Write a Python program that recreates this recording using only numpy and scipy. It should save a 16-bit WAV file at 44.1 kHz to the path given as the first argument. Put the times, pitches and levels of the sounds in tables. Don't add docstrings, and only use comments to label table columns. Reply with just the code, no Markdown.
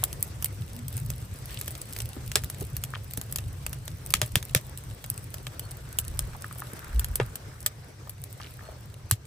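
import sys
import numpy as np
from scipy import signal
from scipy.fft import rfft, irfft
from scipy.io import wavfile
from scipy.ndimage import uniform_filter1d

SR = 44100
rng = np.random.default_rng(int(sys.argv[2]) if len(sys.argv) > 2 else 0)


def transcribe(signal):
    frames = np.atleast_2d(signal).T
    limited = np.clip(frames, -1, 1)
    pcm = np.round(limited * 32767).astype(np.int16)
    wavfile.write(sys.argv[1], SR, pcm)


N = 408366
TIME, FREQS = np.arange(N) / SR, np.fft.rfftfreq(N, 1 / SR)
SHORT_TIME, SHORT_HZ = np.arange(8192) / SR, np.fft.rfftfreq(8192, 1 / SR)


def amp(db):
    return 10 ** (np.asarray(db) / 20)


def unit(x):
    return x / np.sqrt(np.mean(x ** 2) + 1e-20)


def read(points, hz):
    f, value = np.transpose(points)
    return np.interp(np.log(hz + 1), np.log(f + 1), value)


def add(mix, s, sound):
    part = mix[:, max(round(s * SR), 0):][:, :sound.shape[-1]]
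    part += sound[..., :part.shape[-1]]


def drift(hz):
    spectrum = rfft(rng.standard_normal(N)) * np.exp(-(FREQS / hz) ** 2)
    return unit(irfft(spectrum, N))


def swell(s, half_length):
    return np.exp(-((TIME - s) / half_length) ** 2)


def gestures(rows):
    return sum(amp(db) * swell(s, half_length) for s, half_length, db in rows)


def levelled(db):
    return db - 10 * np.log10(np.mean(amp(db) ** 2))


def band_db(hz, centre_hz, octaves, order):
    return -10 * np.log10(1 + abs(np.log2((hz + 1) / centre_hz) / octaves) ** order)


# f/Hz, likeness [0-1]
LIKENESS = [(60, 0.93), (200, 0.98), (450, 0.17), (1000, 0.018), (3000, 0.24), (7000, 0.052)]


def noise(db):
    a, b = rfft(rng.standard_normal((2, N)))
    same = np.clip(read(LIKENESS, FREQS), 0, 1)
    other = same * a + np.sqrt(1 - same ** 2) * b
    return unit(irfft(np.array([a, other]) * amp(db), N))


# f/Hz, width [Hz], level/dB
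OVEN = [(455, 130, 4.5), (613, 34, 7.5), (770, 60, 3), (1235, 45, 7), (1750, 200, 4), (3250, 400, 3)]


def oven_db(hz):
    f, width, db = np.transpose(OVEN)
    return (db / (1 + (2 * (hz[:, None] - f) / width) ** 2)).sum(1)


def ring(x, db):
    cepstrum = irfft(np.log(amp(np.maximum(db, -100))))
    fold = 1 + np.sign(np.fft.fftfreq(len(cepstrum)))
    return irfft(rfft(x) * np.exp(rfft(cepstrum * fold)))


SECOND_BREAK_DB, TEARING_DB, RAGGED_DB = -10, -4, 3
RETURN_S = 0.011


def fracture(break_s, decay, tail_db, tail_t60, spread, wall):
    t, z = SHORT_TIME, rng.standard_normal((6, len(SHORT_TIME)))
    ragged = amp(RAGGED_DB * unit(uniform_filter1d(z[5], size=60)))
    first = t / break_s * np.exp(1 - t / break_s)
    second = amp(SECOND_BREAK_DB) * np.interp(t - decay * rng.uniform(0.9, 1.95), t, first)
    tearing = ragged * amp(TEARING_DB) * np.exp(-t / max(decay, 2e-4))
    tearing *= 1 - np.exp(-t / break_s / 2)
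    returned = 1 + wall / (1 + np.exp(np.clip((RETURN_S - t) / .001, -50, 50)))
    fading = amp(tail_db - 60 * t / tail_t60) * (1 - np.exp(-t / break_s))
    scatter = z[3:5] * ragged * returned * fading
    grain = unit(z[0] + spread * z[1:3])
    burst = grain * (first + second + tearing) + scatter
    return burst / np.linalg.norm(burst, axis=1, keepdims=True) * np.sqrt(SR / 100)


TOP_SPREAD_DB = -3


def splinter_db(db, count=7):
    hz = np.exp(rng.uniform(np.log(2200), np.log(15000), (count, 1)))
    lift = db * (1 / (1 + ((SHORT_HZ / hz - 1) / .04) ** 2)).max(0)
    top = TOP_SPREAD_DB * rng.uniform(-1, 1) * np.clip((SHORT_HZ - 9000) / 4000, 0, 1)
    return levelled(lift) + top


def boom(hz, swell_s, steepness):
    t = np.arange(SR // 3) / SR
    return (t / swell_s * np.exp(1 - t / swell_s)) ** steepness * np.sin(2 * np.pi * hz * t)


# t/s, length [s], top pitch f/Hz, level/dB on the left
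CHIRPS = [(5.62, .06, 4380, -51), (8.62, .09, 4330, -57)]


def bird():
    out = np.zeros((2, N))
    for s, length, hz, db in CHIRPS:
        arch = np.sin(np.linspace(0, np.pi, int(length * SR)))
        pitch = hz * (1 - 0.043 * (1 - arch))
        whistle = arch * np.sin(2 * np.pi * np.cumsum(pitch) / SR)
        add(out, s, amp(db) * whistle * amp([[0], [-5]]))
    return out


# middle t/s, half length [s], level/dB
BUFFETS = [(6.17, 0.15, -35), (7.07, 0.16, -32.5)]
BUFFET_HZ, BUFFET_OCTAVES = 52, 1


def buffets():
    return noise(band_db(FREQS, BUFFET_HZ, BUFFET_OCTAVES, order=8)) * gestures(BUFFETS)


# t/s, level/dB, pitch f/Hz, swell time [s]
THUD = (6.907, -17.5, 56.6, .066)


def thud():
    out = np.zeros((2, N))
    s, db, hz, swell_s = THUD
    add(out, s, amp(db) * boom(hz, swell_s, steepness=6.9))
    return out


# middle t/s, half length [s], level/dB
STROKES = [(6.3, 1, -59), (6.88, 0.15, -55), (7.3, 0.38, -61.5)]
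# f/Hz, relative level/dB per Hz
CLOTH = [(300, -49), (900, 4.5), (1550, 10.5), (2200, -0.5), (5000, -30), (16000, -33)]
CLOTH_GRAIN_DB, CLOTH_GRAIN_HZ = 4, 70


def sleeve():
    grain = amp(CLOTH_GRAIN_DB * drift(CLOTH_GRAIN_HZ))
    return noise(read(CLOTH, FREQS)) * gestures(STROKES) * grain


POP_BREAK_S = 0.00043


def contact(hz, decay):
    colour = levelled(band_db(SHORT_HZ, hz, 0.45, order=4) + oven_db(SHORT_HZ))
    burst = fracture(POP_BREAK_S, decay, tail_db=-26.5, tail_t60=0.13, spread=1.0, wall=1)
    return ring(burst, colour)


# t/s, length [s], level/dB of a small burst, centre f/Hz
SCRAPES = [(1.49, .22, -56, 3000), (2.936, .03, -41.5, 1450), (8.41, .06, -49, 2100), (8.6, 0.19, -55, 800)]
BURSTS_PER_S, BURST_SPREAD_DB, BURST_FADE_DB, BURST_DECAY_S = 200, 5, -6, .0012


def scrapes_and_sputter():
    out = np.zeros((2, N))
    for s, length, db, hz in SCRAPES:
        count = max(round(length * BURSTS_PER_S), 2)
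        for k, (jitter, octave, size) in enumerate(rng.uniform(-0.84, 1, (count, 3))):
            along = (k + (1 + jitter) / 2) / count
            burst_db = db + BURST_SPREAD_DB * size + BURST_FADE_DB * along
            add(out, s + along * length, amp(burst_db) * contact(hz * 2 ** octave, BURST_DECAY_S))
    return out


# t/s, level/dB, centre f/Hz, scale of the bounce times [s]
KNOCKS = [(.032, -38, 900, .002), (1.573, -41, 3100, .002), (2.166, -36.5, 274, 0.02),
          (2.615, -33.5, 330, 0.013), (3.179, -36, 185, .01), (6.348, -40.5, 850, 0.01),
          (6.443, -40.5, 1400, .002), (6.511, -45.5, 1450, 0.002), (6.557, -46, 700, .006),
          (6.62, -36.5, 970, 0.002), (6.731, -38.5, 280, 0.012), (8.073, -46, 800, 0.0045),
          (8.4, -42, 1100, .007), (8.592, -48.5, 1500, .003), (8.688, -42, 620, .008)]
BOUNCE_DB = -7.5


def knocks():
    out = np.zeros((2, N))
    for s, db, hz, gap in KNOCKS:
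        for k in range(3):
            start = s + k * gap * rng.uniform(0.378, 1)
            add(out, start, amp(db + BOUNCE_DB * k) * contact(hz, gap / 2))
    return out


# middle t/s, half length [s], pitch f/Hz, level/dB
HUM = (.79, .07, 238, -46)


def hum():
    s, half_length, hz, db = HUM
    return noise(band_db(FREQS, hz, 0.073, order=4)) * amp(db) * swell(s, half_length)


# t/s, level/dB of the rumble, level/dB of the sizzle (before fixed trims)
FIRE = [(0.0, -43, -48), (0.95, -38.5, -55), (1.569, -44, -49), (3.04, -41, -53.5), (6.01, -45.5, -53.5),
        (6.55, -47.5, -51.5), (6.96, -46.5, -51.5), (8.17, -49, -59), (8.49, -47.5, -53),
        (9.26, -49.5, -63)]
# middle t/s, half length [s], change [dB]
CHANGES = [(0.391, 0.069, -1), (0.963, 0.049, 9), (1.536, 0.045, 4.5)]


def burning():
    s, rumble_db, sizzle_db = np.transpose(FIRE)
    change_db = sum(db * swell(middle, half_length) for middle, half_length, db in CHANGES)
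    sizzle_db = np.interp(TIME, s, sizzle_db) + change_db
    return np.interp(TIME, s, rumble_db), sizzle_db, change_db


# f/Hz, relative level/dB per Hz
RUMBLE = [(15, -42), (32, -17), (52, -4.5), (80, -1.5), (105, 2), (130, 0), (165, -11), (220, -20.5),
          (350, -34), (900, -81)]
LUMPS_DB, LUMPS_HZ = 2.5, 16


def rumble(rumble_db):
    lumps = LUMPS_DB * drift(LUMPS_HZ)
    return noise(read(RUMBLE, FREQS)) * amp(rumble_db + 3.5 + lumps)


def puffs(x, db):
    z = signal.stft(x, nperseg=512)[2]
    field = rng.standard_normal(z.shape[1:])
    field = uniform_filter1d(field, size=5, axis=0)
    patches = unit(uniform_filter1d(field, size=7, axis=1))
    return signal.istft(z * amp(db * patches), nperseg=512)[1][:, :N]


# f/Hz, relative level/dB per Hz
DRAUGHT = [(100, -9), (260, 3.5), (500, 4), (800, -2), (1600, -4.5), (3000, -13), (6000, -10.5),
           (16000, -48)]
SIZZLE = [(500, -47), (2000, 7), (3500, 5), (6500, 0), (8500, 9.5), (11000, 4.5), (14000, 3), (15500, 3),
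          (17000, -22)]
DRAUGHT_DB, DRAUGHT_FOLLOWS, USUAL_SIZZLE_DB = -52.5, 0.48, -55


def draught_and_sizzle(sizzle_db):
    flutter, fizz = 1.1 * drift(20), 1.5 * drift(60)
    draught_db = DRAUGHT_DB + DRAUGHT_FOLLOWS * (sizzle_db - USUAL_SIZZLE_DB)
    draught = noise(read(DRAUGHT, FREQS) + 0.033 * oven_db(FREQS)) * amp(draught_db + flutter)
    draught = draught * amp([[.6], [-.6]])
    sizzle = noise(read(SIZZLE, FREQS)) * amp(sizzle_db - 2.5 + fizz)
    return puffs(draught + sizzle, db=1.8)


TICK_BREAK_S = 0.000072


def tick(decay):
    tilt = 4.7 * np.log2(0.0023 / decay) * np.log2(SHORT_HZ / 11000 + 0.019)
    colour = read(SIZZLE, SHORT_HZ) + tilt
    crack = fracture(TICK_BREAK_S, decay, tail_db=-18, tail_t60=.04, spread=.6, wall=.5)
    return ring(crack, levelled(colour + splinter_db(6)))


# t/s, level/dB
TICKS = [(.458, -30), (1.59, -42), (1.8165, -35.5), (2.0198, -36.5), (2.4445, -35.5), (3.11, -39.5),
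         (4.0627, -36.5), (4.2608, -40), (4.7753, -37), (5.178, -37), (5.7143, -37), (6.0812, -38)]
TICK_DECAY_S = .0012
TICKS_PER_S, TICK_SPREAD_DB, TICKS_DB = 34, 5.8, .5
CROWDING = 1.9
CHAIN_FACTOR, CHAIN_S = 1.2, 0.022


def crackle(sizzle_db, change_db):
    starts = np.bincount([round(row[0] * SR) for row in SNAPS], minlength=N)
    chain = signal.lfilter([CHAIN_FACTOR], [1, -np.exp(-1 / (CHAIN_S * SR))], starts)
    clusters = amp(4 * drift(7) + CROWDING * change_db)
    chance = TICKS_PER_S / SR * (clusters + chain)
    sizes = amp(TICK_SPREAD_DB * np.minimum(rng.exponential(1, N), 2.6))
    sizes = sizes * (rng.random(N) < chance)
    decays = np.geomspace(.0004, .0025, 12)
    kind = rng.integers(0, len(decays), N)
    tiny = np.zeros((2, N))
    for k, decay in enumerate(decays):
        hits = (sizes * (kind == k))[None]
        tiny += signal.oaconvolve(hits, tick(decay), axes=1)[:, :N]
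    out = unit(tiny) * amp(TICKS_DB + sizzle_db)
    for s, db in TICKS:
        add(out, s, amp(db) * tick(TICK_DECAY_S))
    return out


# t/s, treble level/dB before resonances, middle against treble [dB]
SNAPS = [(0.0382, -16, -12.5), (.129, -29, -11.5), (0.227, -19, -17.5), (0.425, -29, -8),
         (0.4446, -20, -15), (0.882, -30.5, -17), (1.102, -26, -9.5), (1.6126, -30.5, -6.5),
         (1.6793, -28.5, -7.5), (1.752, -40, 2.5), (1.9641, -33, -3), (1.9876, -32.5, -10.5),
         (2.0032, -29, -2.5), (2.3168, -30, -3.5), (2.437, -32, -7), (2.5, -29.5, -10), (2.767, -27, -12),
         (2.8379, -25, -7.5), (3.136, -32, -8.5), (3.1744, -26.5, -10.5), (3.214, -31, -6.5),
         (3.3248, -28, -13), (3.3596, -21.5, -10), (3.385, -31.5, -1), (3.6644, -26, -3.5),
         (3.73, -32.5, -4.5), (3.879, -33, -2), (4.105, -30.5, -6), (4.4273, -33.5, -4.5), (5.0416, -38, 4),
         (5.1009, -23.5, -14.5), (5.342, -33, -2), (5.468, -36, 5.5), (5.595, -31.5, -4),
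         (5.987, -15.5, -11.5), (6.192, -18.5, -11), (6.9951, -23, -10.5), (7.045, -25.5, -9.5),
         (7.1565, -19, -15), (7.356, -30.5, -7), (7.6624, -15.5, -7.5), (8.0952, -33, -11.5),
         (8.239, -34, -12)]
SNAP_BREAK_S = 0.00031


def snaps():
    out = np.zeros((2, N))
    for s, db, middle_db in SNAPS:
        top_db = -.8 - .17 * middle_db
        colour = [(120, middle_db - 21.0), (450, middle_db - 0.5), (2500, middle_db),
                  (6500, middle_db / 2 - 2.0), (8500, -1.0), (14500, top_db), (17000, top_db - 16)]
        decay = .002 * amp(.4 * (middle_db + 10))
        colour_db = read(colour, SHORT_HZ) + oven_db(SHORT_HZ) + splinter_db(5)
        crack = fracture(SNAP_BREAK_S, decay, tail_db=-13, tail_t60=0.045, spread=1.0, wall=1)
        add(out, s, amp(db) * ring(crack, colour_db))
    return out


POP_PIVOT_HZ = 2180
PIECE_DB, PIECE_CYCLES = 1.5, 20


def piece(hz):
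    cycles = hz * SHORT_TIME
    fading = amp(PIECE_DB - 60 * cycles / PIECE_CYCLES)
    return np.sqrt(hz / POP_PIVOT_HZ) * fading * np.sin(2 * np.pi * cycles)


# t/s, level/dB before colouring, body [dB], brightness [dB per octave], decay time [s],
# low mode f/Hz and high mode f/Hz of the piece, boom level/dB, boom f/Hz, boom swell time [s]
POPS = [(2.356, -17, 5, 1, 0.0046, 408, 5500, -30, 110, 0.0076),
        (4.1389, -15.5, -12, 0, 0.003, 1270, 3640, -23.5, 101, 0.0016),
        (4.216, -20, 4.5, 0, 0.0029, 594, 2340, -22, 115, 0.0079),
        (4.356, -17.5, -5, 0.3, 0.0027, 1790, 3140, -16.5, 116, 0.0032),
        (4.5489, -17, -2.5, 0.9, 0.0019, 525, 1810, -16, 121, 0.004),
        (7.1996, -20.5, 12, -11, 0.008, 432, 620, -20.5, 119, 0.0095),
        (9.1115, -24, -2, 4, 0.004, 1180, 1610, -16.5, 108, 0.0068)]
# f/Hz, relative level/dB per Hz
POP_COLOUR = [(270, -13), (390, 0.5), (1000, -0.5), (2200, 2.5), (6000, 1), (11000, 1), (16000, -7)]
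BODY_HZ = 630
DULLING_DB = 1.5
BOOM_DELAY_S = 0.01003


def pops_and_heavy_knock():
    out = np.zeros((2, N))
    body = read([(BODY_HZ, 1), (POP_PIVOT_HZ, 0)], SHORT_HZ)
    octaves = np.log2(np.maximum(SHORT_HZ / POP_PIVOT_HZ, 1))
    for s, db, body_db, tilt_db, decay, low_hz, high_hz, boom_db, boom_hz, swell_s in POPS:
        colour_db = read(POP_COLOUR, SHORT_HZ) + body_db * body + tilt_db * octaves
        colour_db = colour_db + oven_db(SHORT_HZ) + splinter_db(3.1)
        burst = fracture(POP_BREAK_S, decay, tail_db=-17.5, tail_t60=.085, spread=.6, wall=2.2)
        early = np.exp(-SHORT_TIME / decay)
        bright = ring(burst * early, colour_db)
        dull = ring(burst * (1 - early), colour_db - DULLING_DB * octaves)
        add(out, s, amp(db) * (bright + dull) * amp([[.3], [-.7]]))
        add(out, s + POP_BREAK_S, amp(db) * (piece(low_hz) + piece(high_hz)))
        add(out, s + BOOM_DELAY_S, amp(boom_db) * boom(boom_hz, swell_s, steepness=1.0))
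    return out


def scene():
    rumble_db, sizzle_db, change_db = burning()
    around = bird() + buffets() + thud() + sleeve() + scrapes_and_sputter() + knocks()
    air = hum() + rumble(rumble_db) + draught_and_sizzle(sizzle_db)
    return around + air + crackle(sizzle_db, change_db) + snaps() + pops_and_heavy_knock()


# f/Hz, lead of the left [radians]
LEAD = [(0, 0), (1800, 0), (3200, 1.1), (5500, .8), (7000, -.5), (7900, 0), (22050, -28.4)]
NARROW_HZ = 420
EDGE_HZ = 16500


def record(dry):
    left, right = rfft(dry)
    side = (left - right) / 2 * np.exp(-((FREQS - NARROW_HZ) / 300) ** 2) * 0.38
    left, right = left - side, right + side
    shared = np.clip((FREQS - 7200) / 800, 0, .8)
    right = shared * left + (1 - shared) * right
    right = right * np.exp(-1j * np.interp(FREQS, *np.transpose(LEAD)))
    ports = np.clip(irfft(np.array([left, right]), N), -1, 1)
    low_pass = signal.firwin(255, EDGE_HZ, window=("kaiser", 8), fs=SR)
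    return signal.oaconvolve(ports, low_pass[None], "same")


dry = scene()
out = record(dry)
transcribe(out)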